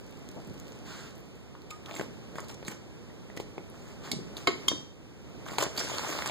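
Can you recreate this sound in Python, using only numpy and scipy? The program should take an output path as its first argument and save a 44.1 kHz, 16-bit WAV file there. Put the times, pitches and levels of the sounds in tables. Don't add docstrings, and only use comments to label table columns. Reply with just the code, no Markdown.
import sys
import numpy as np
from scipy import signal
from scipy.fft import rfft, irfft
from scipy.io import wavfile
from scipy.ndimage import uniform_filter1d

SR = 44100
rng = np.random.default_rng(int(sys.argv[2]) if len(sys.argv) > 2 else 0)


def wrap_up_sound(samples):
    columns = np.atleast_2d(samples).T
    tamed = np.clip(columns, -1, 1)
    steps = np.round(tamed * 32767).astype(np.int16)
    wavfile.write(sys.argv[1], SR, steps)


def decibels_to_gain(level_db):
    exponent = np.asarray(level_db, float) / 20
    return 10 ** exponent


N = 277830

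# f/Hz, density/dB per Hz
KITCHEN_SPECTRUM = [(25, -118), (55, -65), (75, -69), (150, -69), (260, -74.5), (430, -79), (700, -89),
                    (1200, -95), (2700, -98), (5500, -103), (7500, -105), (15000, -106)]
# t/s, level/dB
BACKGROUND_LIFT = [(0.0, 2.5), (0.77, 4.5), (1.56, 0), (2.02, 4), (2.54, 3.5), (2.808, 2), (3.718, 2.5),
                   (4.35, 5.5), (4.65, 9), (4.91, -1), (5.16, 0.5), (5.51, 6.5), (5.7, 7.5), (5.96, 20),
                   (6.3, 17)]
# f/Hz, correlation/0-1, phase lead/rad
DIFFUSE_LIKENESS = [(50, 0.86, -0.03), (150, 0.9, 0.06), (263, 0.83, -0.12), (440, 0.69, 0.08),
                    (636, 0.61, -0.5), (1050, 0.63, 0.9), (2200, 0, -3.5)]
# f/Hz, t60/s
ROOM_T60 = [(150, 0.71), (1000, 0.28), (3200, 0.42), (5000, 0.46), (8000, 0.36), (12000, 0.2),
            (15000, 0.052)]

# t/s, peak level/dB, f/Hz
FAT_SPITS = [(0.0772, -46, 3660), (0.125, -45, 4590), (0.173, -40, 4930), (0.2887, -33.5, 6800),
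             (0.315, -40, 6740), (0.402, -42, 4090), (0.498, -45, 7020), (0.5422, -40.5, 6440),
             (0.599, -34, 7140), (0.6542, -47, 4300), (0.669, -43, 3950), (.681, -42, 5000),
             (.578, -47, 5000), (.065, -44, 9000), (0.721, -40, 3820), (0.7896, -44, 4240),
             (1.1077, -43, 3940), (1.369, -49, 6550), (1.619, -43, 6650)]

# start/s, length/s, level/dB, band start f/Hz, band end f/Hz
SLIDE_EVENTS = [
    (0.849, 0.29, -51.5, 1481, 1457),
    (4.031, 0.087, -51, 1350, 967),
]
# f/Hz, level/dB
SLIDE_SPECTRUM = [(900, 0), (2000, -1.5), (3800, 0), (5000, 0.5), (8000, -4.5), (10000, -11), (15000, -14)]

# t/s, peak level/dB, f/Hz, rise/ms, decay/ms
COUNTER_KNOCKS = [(0.359, -45, 670, 10, 20), (.47, -41, 196, 13, 13), (0.49, -43, 90, 7.6, 9.8),
                  (0.507, -37, 150, 2.9, 6.1), (0.363, -42, 210, 8.5, 23), (1.999, -35, 253, 1.7, 10),
                  (2.681, -33.5, 161, 2.1, 11.5), (4.155, -35.5, 140, 9, 23), (4.114, -36, 209, 6, 16),
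                  (4.125, -40, 300, 6, 12), (4.18, -43, 320, 11, 20), (4.2, -41, 150, 8, 15),
                  (4.475, -25, 313, 1, 15.4), (4.72, -34.5, 285, 13, 14), (5.589, -39, 132, 9.8, 21)]
# f/ratio to thud, level/dB, t60/s
COUNTER_MODES = [(.55, -3.5, 0.017), (1.02, 4, 0.012), (1.9, -6, 0.014)]
# t/s, snap level/dB, thud level/dB, snap centre f/Hz,
# thud f/Hz
TIP_TAPS = [(0.3631, -69, -44, 1500, 214), (1.5508, -48, -55.5, 1520, 1000), (1.705, -50, -55, 6860, 440),
            (1.8592, -39, -60, 2920, 310), (1.9108, -43, -48, 2970, 600), (1.9145, -41, -54, 1500, 700),
            (1.951, -41, -56, 7490, 670), (1.9628, -35, -50, 2120, 500), (1.9956, -28.5, -33.5, 1580, 352),
            (2.0111, -32, -35.5, 1530, 486), (2.3555, -39.5, -40.5, 1620, 320),
            (2.3836, -37, -40, 1490, 1074), (2.3838, -43, -70, 7000, 400), (2.483, -42, -70, 9300, 400),
            (2.4032, -35.5, -48, 7000, 370), (2.4837, -46, -58, 4100, 409), (2.494, -41.5, -74, 3420, 229),
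            (2.5433, -44, -65, 6700, 253), (2.6275, -43, -44, 1590, 390), (2.681, -30, -47.5, 1570, 160),
            (2.7197, -40.5, -49, 1580, 410), (3.2997, -48, -47, 1970, 338),
            (3.3725, -32.5, -37.5, 1970, 242), (3.4004, -38, -34.5, 2270, 380),
            (3.5801, -37.5, -36.5, 2050, 365), (4.368, -33, -47, 3920, 203),
            (4.7162, -31, -32.5, 1300, 298), (1.894, -39, -56, 1090, 550), (2.3945, -42, -59, 1305, 990),
            (4.3682, -36, -70, 12500, 400), (4.6825, -28, -73, 11500, 400), (2.6812, -31, -70, 7500, 400)]
# t/s, snap level/dB, thud
# level/dB, snap centre f/Hz, thud f/Hz
HARD_TICKS = [(1.9652, -38, -60, 5000, 500), (1.9408, -38, -52, 3000, 700), (1.9215, -42, -56, 3500, 700),
              (1.9108, -36, -70, 2500, 600), (1.8595, -40, -70, 3500, 600), (1.951, -40, -56, 1500, 900),
              (1.982, -41, -56, 1800, 800), (2.5015, -41, -56, 2000, 800), (2.3945, -40, -50, 1200, 990),
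              (2.716, -41, -70, 4500, 600), (4.6822, -24, -70, 9500, 600), (4.6845, -25, -70, 12000, 600),
              (4.475, -34, -70, 11000, 600), (5.611, -30, -50, 4000, 900), (5.632, -29, -46, 3000, 900),
              (5.879, -35, -48, 1500, 800), (6.07, -37, -50, 1500, 800), (6.125, -35, -48, 1800, 800),
              (6.152, -37, -50, 1500, 700)]
# t/s, peak level/dB, f/Hz, t60/s
SHORT_PINGS = [(1.712, -44, 1235, 0.32), (1.706, -48, 7100, .05), (1.952, -41, 7500, 0.07),
               (1.951, -51, 9200, 0.03), (1.964, -36, 2100, 0.013), (1.705, -54, 3650, 0.065),
               (2.011, -46, 2730, .015), (2.5, -50, 2150, .06), (2.495, -39, 5600, .04),
               (2.545, -46, 5700, 0.039), (2.66, -54, 3860, 0.1), (2.68, -40, 2220, 0.018),
               (3.3, -43.5, 1970, 0.018), (3.373, -41, 1970, 0.034), (3.1, -50, 1930, 0.033),
               (5.776, -29, 4570, 0.044), (6.189, -27.5, 865, 0.004), (5.5, -43, 810, 0.0092),
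               (4.7165, -25.5, 1020, 0.011), (4.7165, -30, 510, 0.014), (4.683, -35, 11800, 0.046),
               (4.683, -33, 9400, .03), (4.683, -54, 9000, .3), (3.7, -30, 10800, .01),
               (4.474, -42, 12200, .02), (4.474, -41, 11500, .02), (4.474, -45, 7050, 0.23),
               (4.474, -40, 4410, .12), (4.116, -38, 12400, .04), (4.116, -39, 13100, .03),
               (2.0015, -36, 500, .012), (4.1335, -22, 225, .04), (4.158, -37, 170, .04),
               (4.472, -30, 110, .05)]

# t/s, snap level/dB, thud level/dB, snap centre f/Hz, thud f/Hz
TOWEL_FOLDS = [(5.466, -52, -54, 1590, 231), (5.5182, -45, -39.5, 1810, 296), (5.5838, -19, -32, 2470, 820),
               (5.6053, -25, -43, 1900, 565), (5.6282, -46, -36.5, 4330, 960),
               (5.6654, -35, -34, 1710, 374), (5.7758, -29, -56, 4600, 984), (5.795, -28, -60, 4600, 900),
               (5.804, -28, -60, 4700, 900), (6.2598, -33, -70, 12500, 600), (6.048, -39, -43, 1500, 800),
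               (5.8035, -41, -42, 1530, 1180), (5.9166, -57, -41, 1610, 555), (5.942, -38, -46, 1540, 575),
               (5.983, -24, -45.5, 4140, 1090), (5.9932, -32, -42, 3770, 925), (6.1, -31, -45, 1520, 540),
               (6.1889, -29, -49, 1740, 840), (6.2222, -23, -43.5, 1690, 505),
               (6.2595, -25.5, -43, 1800, 910), (6.2742, -22.5, -42, 6400, 328),
               (5.486, -37, -55, 3520, 600), (6.297, -28.5, -43, 1800, 710),
               (5.7803, -26.5, -47, 4700, 910), (5.7548, -45, -58, 7000, 800), (5.848, -35, -58, 4430, 910),
               (5.898, -41, -44, 4080, 900), (5.472, -44, -68.5, 12500, 600), (5.484, -43, -70, 12500, 600),
               (5.5835, -36, -70, 12600, 600), (5.637, -32, -64, 9030, 600)]
# start/s, length/s, hardest point/share 0-1, body level/dB, fizz over body/dB
TOWEL_STROKES = [(1.701, 0.017, 0.44, -51, 11), (1.71, .09, 0.12, -51, -8), (1.855, 0.071, 0.84, -42, -11),
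                 (1.92, 0.15, 0.6, -45, -0.5), (2.353, 0.053, 0.73, -43.5, -4.5),
                 (2.402, 0.066, 0.6, -47.5, -6.5), (2.487, 0.063, 0.09, -43.5, -2),
                 (2.649, 0.054, 0.6, -44, 0), (2.695, 0.073, 0.28, -44, -3), (3.364, 0.02, 0.63, -39.5, -1),
                 (3.399, 0.035, 0, -55.5, 10.5), (3.739, 0.27, 0.65, -50.5, -8),
                 (4.011, 0.14, 0.73, -43, -12.5), (4.371, 0.087, .03, -42.5, -1.5),
                 (5.455, 0.2, 0.38, -41, -5.5), (5.593, 0.055, 0.84, -28.5, -1),
                 (5.581, .014, 0.5, -20, -9.5), (5.645, 0.071, 0.1, -37, -10)]
# t/s, level/dB
TOWEL_DRAG = [(5.7, -80), (5.755, -48.5), (5.778, -32.5), (5.808, -32), (5.82, -38), (5.9, -41.5),
              (6.03, -43), (6.1, -37), (6.25, -43), (6.265, -36), (6.3, -48)]
# f/Hz, level/dB
TOWEL_BODY = [(120, -6), (300, 9.5), (600, 6.5), (1200, 6.5), (2300, -1), (3200, -23)]
# f/Hz, level/dB
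TOWEL_FIZZ = [(1500, -48), (2200, 2), (3200, 3), (4500, 0.5), (5200, 4.5), (5800, 2), (8000, 1),
              (15000, -7)]

# t/s, peak level/dB, crack level/dB, crack centre f/Hz, side/factor on capsule lag
ARM_CLINKS = [
    (4.115, -17, -5.5, 4470, 1),
    (4.4722, -8, -11, 2150, 0.81),
    (4.6822, -9.5, -12.5, 4230, 0.94),
]
# f/Hz, level/dB, t60/s
ARM_MODES = [
    [(800, -11, 0.055), (2190, -0.5, 0.039), (3200, -1.5, 0.037), (3660, -1, 0.03), (3940, -0.5, 0.059),
     (4400, 6, 0.026), (4730, -1, 0.036), (4860, -7, .07), (5750, -7, .06), (7130, -2, 0.037),
     (7940, 1, 0.03), (9030, 1, 0.025), (9630, -7, .05), (11600, -4, .03)],
    [(514, -2.5, 0.05), (361, -2, 0.045), (700, 1, 0.057), (1098, 5.5, 0.035), (1260, 0.5, 0.052),
     (1530, -7, 0.093), (2156, 5, 0.075), (3130, -4, 0.059), (3920, -3.5, 0.08), (4190, 0.5, 0.032),
     (4840, -5, 0.12), (6200, -17, 0.04), (7010, -6.5, 0.042), (9220, -10.5, 0.032)],
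    [(300, -7, 0.03), (1110, 0.5, 0.013), (2130, -12.5, 0.069), (3190, 7.5, 0.04), (3410, -10, .04),
     (3690, -17, 0.45), (3600, -5.5, 0.03), (4090, -7, 0.02), (5700, -1, 0.042), (4600, -19, .3),
     (6180, -9.5, .08), (6510, -3, 0.025), (7200, -5, 0.043), (8900, -11, 0.056)],
]
# level/dB, centre f/Hz, decay/ms
ARM_SHIVER = [
    (-25, 5000, 30),
    (-29, 6000, 40),
    (-21, 5800, 55),
]

# f/Hz, right capsule lag/rad, right level/dB
PHONE_SHADOW = [(101, -0.39, 4.5), (253, 0.2, 2), (450, 0.78, 4), (660, 1.42, 3.5), (1180, 0.92, -3),
                (1900, 0.21, -7), (2700, -0.41, 9.5), (3990, 0.72, 1), (7500, 0.8, 3), (14500, 0.75, 8.5)]
# f/Hz, level/dB
CAPSULE_RESPONSE = [(20, -21), (45, 0.5), (8200, -3.5), (9400, -11), (10600, -17), (11800, -11.5),
                    (15300, -11.5), (15650, -33), (16700, -48)]
# f/Hz, level/dB
BAND_GATE = [(1000, -30), (2700, -16.5), (5500, -16), (8300, -10), (10500, -3), (14000, -4.5)]


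def read(points, hz, column=1):
    table = np.transpose(points)
    return np.interp(np.log(hz + 1), np.log(table[0] + 1), table[column])


def evened(x):
    return x / np.sqrt(np.mean(x ** 2) + 1e-20)


def add(mix, start_s, sound):
    part = mix[round(start_s * SR):][:len(sound)]
    part += sound[:len(part)]


def coloured(x, points):
    return irfft(rfft(x) * decibels_to_gain(read(points, np.fft.rfftfreq(N, 1 / SR))), N)


def snap(hz, ms, width=0.6, rise_ms=0.21, order=1):
    t_s = np.arange(SR // 4) / SR
    f_hz = np.fft.rfftfreq(len(t_s), 1 / SR) + 1
    band = (1 + (np.log2(f_hz / hz) / width) ** 2) ** order
    noise = irfft(rfft(rng.standard_normal(len(t_s))) / band, len(t_s))
    x = noise * np.exp(-t_s * 1000 / ms) * np.minimum(t_s * 1000 / rise_ms, 1)
    return x / abs(x).max()


def ring(modes, split, size=SR // 4):
    t_s = np.arange(size) / SR
    hz, db, t60_s = np.transpose(modes)[:, :, None, None]
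    detune = split * np.array([[0], [1], [1]]) * rng.standard_normal((len(modes), 3, 1))
    weaker = decibels_to_gain([[0], [-7], [-7]])
    partials = weaker * decibels_to_gain(db - 60 * t_s / t60_s) * np.sin(2 * np.pi * hz * (1 + detune) * t_s)
    x = partials.sum((0, 1)) * np.minimum(t_s / 0.00081, 1)
    return x / abs(x).max()


def diffuse(pair):
    left, other = rfft(pair, axis=1)
    hz = np.fft.rfftfreq(pair.shape[1], 1 / SR)
    same = np.clip(read(DIFFUSE_LIKENESS, hz), 0, 1)
    turned = np.exp(-1j * read(DIFFUSE_LIKENESS, hz, column=2)) * left
    right = same * turned + np.sqrt(1 - same ** 2) * other
    return irfft(np.array([left, right]), pair.shape[1], axis=1)


def capsules(x, side):
    hz = np.fft.rfftfreq(N, 1 / SR)
    lag = np.exp(-1j * side * read(PHONE_SHADOW, hz))
    shade = decibels_to_gain(read(PHONE_SHADOW, hz, column=2)) * lag
    return np.array([x, irfft(rfft(x) * shade, N)])


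def kitchen():
    air = coloured(diffuse(rng.standard_normal((2, N))), KITCHEN_SPECTRUM) * np.sqrt(SR / 2)
    hum = signal.sosfiltfilt(signal.butter(2, 900, fs=SR, output="sos"), air)
    lift_db = np.interp(np.arange(N) / SR, *np.transpose(BACKGROUND_LIFT))
    hum_lift_db = np.minimum(0.97 * lift_db, 4.5)
    return hum * decibels_to_gain(hum_lift_db) + (air - hum) * decibels_to_gain(lift_db)


def room(x):
    echoes = np.zeros((2, SR // 2))
    at = np.arange(100, SR // 2 - 20, 20) + rng.integers(0, 20, (2, (SR // 2 - 101) // 20))
    np.put_along_axis(echoes, at, rng.choice([-1., 1.], at.shape), 1)
    hz, t_s, z = signal.stft(diffuse(echoes), SR, nperseg=256)
    decay = decibels_to_gain(-60 * t_s / read(ROOM_T60, hz)[:, None])
    tail = signal.istft(z * decay, SR, nperseg=256)[1]
    return signal.fftconvolve(x[None], tail / np.linalg.norm(tail[0]), axes=1)[:, :N]


def spitting_fat():
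    out = np.zeros(N)
    for s, db, hz in FAT_SPITS:
        add(out, s, decibels_to_gain(db - 1.0) * snap(0.97 * hz, ms=1.0, width=1.0, rise_ms=0.079))
    sizzle_per_s, sizzle_db, fryer_left_s = 42, -42, 1.5
    for when, size, pitch in rng.random((round(sizzle_per_s * fryer_left_s), 3)):
        drop = snap(5000 * (1 + 2 * pitch), ms=0.71, rise_ms=0.1)
        add(out, when * fryer_left_s, size * decibels_to_gain(sizzle_db) * drop)
    return out


def sliding():
    band_db, width_hz, lean = -0.5, 540, 0.58
    out = np.zeros(N)
    hiss = evened(coloured(rng.standard_normal(N), SLIDE_SPECTRUM))
    for start_s, length_s, db, from_hz, to_hz in SLIDE_EVENTS:
        u = np.arange(0, length_s, 1 / SR) / length_s
        r = np.exp(-np.pi * width_hz / SR)
        slow = signal.lfilter([1 - r], [1, -r], rng.standard_normal((len(u), 2)) @ [1, 1j])
        centre_hz = from_hz + (to_hz - from_hz) * u
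        band = (slow * np.exp(2j * np.pi * np.cumsum(centre_hz) / SR)).real
        scrape = hiss[round(start_s * SR):][:len(u)] + decibels_to_gain(band_db) * evened(band)
        swell = abs(np.sin(np.pi * u ** lean)) ** 0.81
        add(out, start_s, decibels_to_gain(db) * swell * scrape)
    return out


def knocks():
    out = np.zeros(N)
    for s, db, hz, rise_ms, ms in COUNTER_KNOCKS:
        add(out, s, decibels_to_gain(db + 6.0) * snap(hz, ms, width=0.57, rise_ms=rise_ms, order=2))
    return out


def touches(events, snap_ms):
    out = np.zeros(N)
    for s, snap_db, thud_db, snap_hz, thud_hz in events:
        add(out, s, decibels_to_gain(snap_db + 2) * snap(snap_hz, snap_ms))
        modes = np.multiply(COUNTER_MODES, [thud_hz, 1, 1])
        add(out, s, decibels_to_gain(thud_db + 13.5) * ring(modes, split=0.1, size=SR // 16))
    return out


def pings():
    out = np.zeros(N)
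    for s, db, hz, t60_s in SHORT_PINGS:
        add(out, s, decibels_to_gain(db) * ring([(hz, 0, t60_s)], split=0.0116))
    return out


def pressure():
    landing_db, lifting_db, blunt, drag_fizz_db = -7.5, -18, 0.91, -3
    t_s = np.arange(N) / SR
    drag = decibels_to_gain(np.interp(t_s, *np.transpose(TOWEL_DRAG))) * (t_s > TOWEL_DRAG[0][0])
    out = np.array([drag, drag * decibels_to_gain(drag_fizz_db)])
    for start_s, length_s, hardest, db, fizz_db in TOWEL_STROKES:
        u = (t_s - start_s) / length_s
        top = np.clip(hardest, .01, .99)
        rise_db = landing_db * abs(1 - u / top) ** blunt
        fall_db = lifting_db * abs((u - top) / (1 - top)) ** blunt
        ease_db = np.where(u < top, rise_db, fall_db)
        out += decibels_to_gain(db + ease_db) * decibels_to_gain([[0], [fizz_db]]) * (u > 0) * (u < 1)
    return uniform_filter1d(out, size=90, axis=1)


def patchy(x, depth_db):
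    z = signal.stft(x, nperseg=256)[2]
    blotches = uniform_filter1d(rng.standard_normal(z.shape), size=6, axis=0)
    blotches = uniform_filter1d(blotches, size=9, axis=1)
    return signal.istft(z * decibels_to_gain(depth_db * evened(blotches)), nperseg=256)[1][:N]


def rubbing():
    out = np.zeros(N)
    layers = ((TOWEL_BODY, 1400, 8.0, -4.5), (TOWEL_FIZZ, 3500, 6, -2.0))
    for level, (colour, per_s, uneven_db, trim_db) in zip(pressure(), layers):
        sizes = decibels_to_gain(uneven_db * np.minimum(rng.exponential(1, N), 3))
        slips = sizes * (rng.random(N) < per_s / SR) * rng.choice([-1, 1], N)
        rustle = evened(patchy(coloured(slips, colour), depth_db=3.8))
        out += rustle * level * decibels_to_gain(trim_db)
    return out


def clinks():
    ring_to_room_db = -2.5
    out = np.zeros((3, N))
    for clink, modes, (shiver_db, shiver_hz, ms) in zip(ARM_CLINKS, ARM_MODES, ARM_SHIVER):
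        s, db, crack_db, hz, side = clink
        noisy, tones = np.zeros((2, N))
        clatter = decibels_to_gain(-8.5) * snap(hz, ms=27, width=1.1, rise_ms=2.7, order=2)
        crack = decibels_to_gain(crack_db) * (snap(hz, ms=4.2, width=1.8, order=2) + clatter)
        shiver = decibels_to_gain(shiver_db) * snap(shiver_hz, ms, width=0.8, rise_ms=4, order=2)
        add(noisy, s, decibels_to_gain(db - 2.0) * (crack + shiver))
        add(tones, s, decibels_to_gain(db - 2.0) * ring(modes, split=0.009))
        out[:2] += capsules(noisy + tones, side)
        out[2] += noisy + decibels_to_gain(ring_to_room_db) * tones
    return out


def scene():
    rub = rubbing() + sliding()
    tap = touches(TIP_TAPS, snap_ms=3.6) + touches(TOWEL_FOLDS, snap_ms=1.5)
    tap += touches(HARD_TICKS, snap_ms=1.5) + pings() + knocks() + spitting_fat()
    clink = clinks()
    wet = decibels_to_gain(-8.0) * rub + decibels_to_gain(-10.5) * tap + decibels_to_gain(-8.0) * clink[2]
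    return kitchen() + capsules(rub + tap, side=0.79) + clink[:2] + room(wet)


def widened_and_gated(x):
    widen_db, widen_above_hz = 3, 800
    turn = np.array([[1, 1], [1, -1]]) / np.sqrt(2)
    hz, _, z = signal.stft(turn @ x, SR, nperseg=2048)
    z[1, hz > widen_above_hz] *= decibels_to_gain(widen_db)
    power = abs(z) ** 2
    nearby = uniform_filter1d(power.sum(0), size=40, axis=0) * decibels_to_gain(2 * read(BAND_GATE, hz))[:, None]
    middle = np.minimum(np.arange(len(hz)) // 8 * 8 + 4, len(hz) - 1)
    kept = (uniform_filter1d(power, size=8, axis=1) > nearby)[:, middle]
    return turn @ signal.istft(z * kept, SR, nperseg=2048)[1][:, :N]


def band_limit(x):
    return signal.sosfilt(signal.butter(12, 16660, fs=SR, output="sos"), x)


def record(dry):
    delay_samples, right_db = 16, 1.8
    late = np.pad(dry, ((0, 0), (delay_samples, 0)))[::-1, :N]
    lean = decibels_to_gain([[-right_db / 2], [right_db / 2]])
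    mix = widened_and_gated(coloured(dry - late, CAPSULE_RESPONSE) * lean)
    return band_limit(mix)


dry = scene()
out = record(dry)
wrap_up_sound(out)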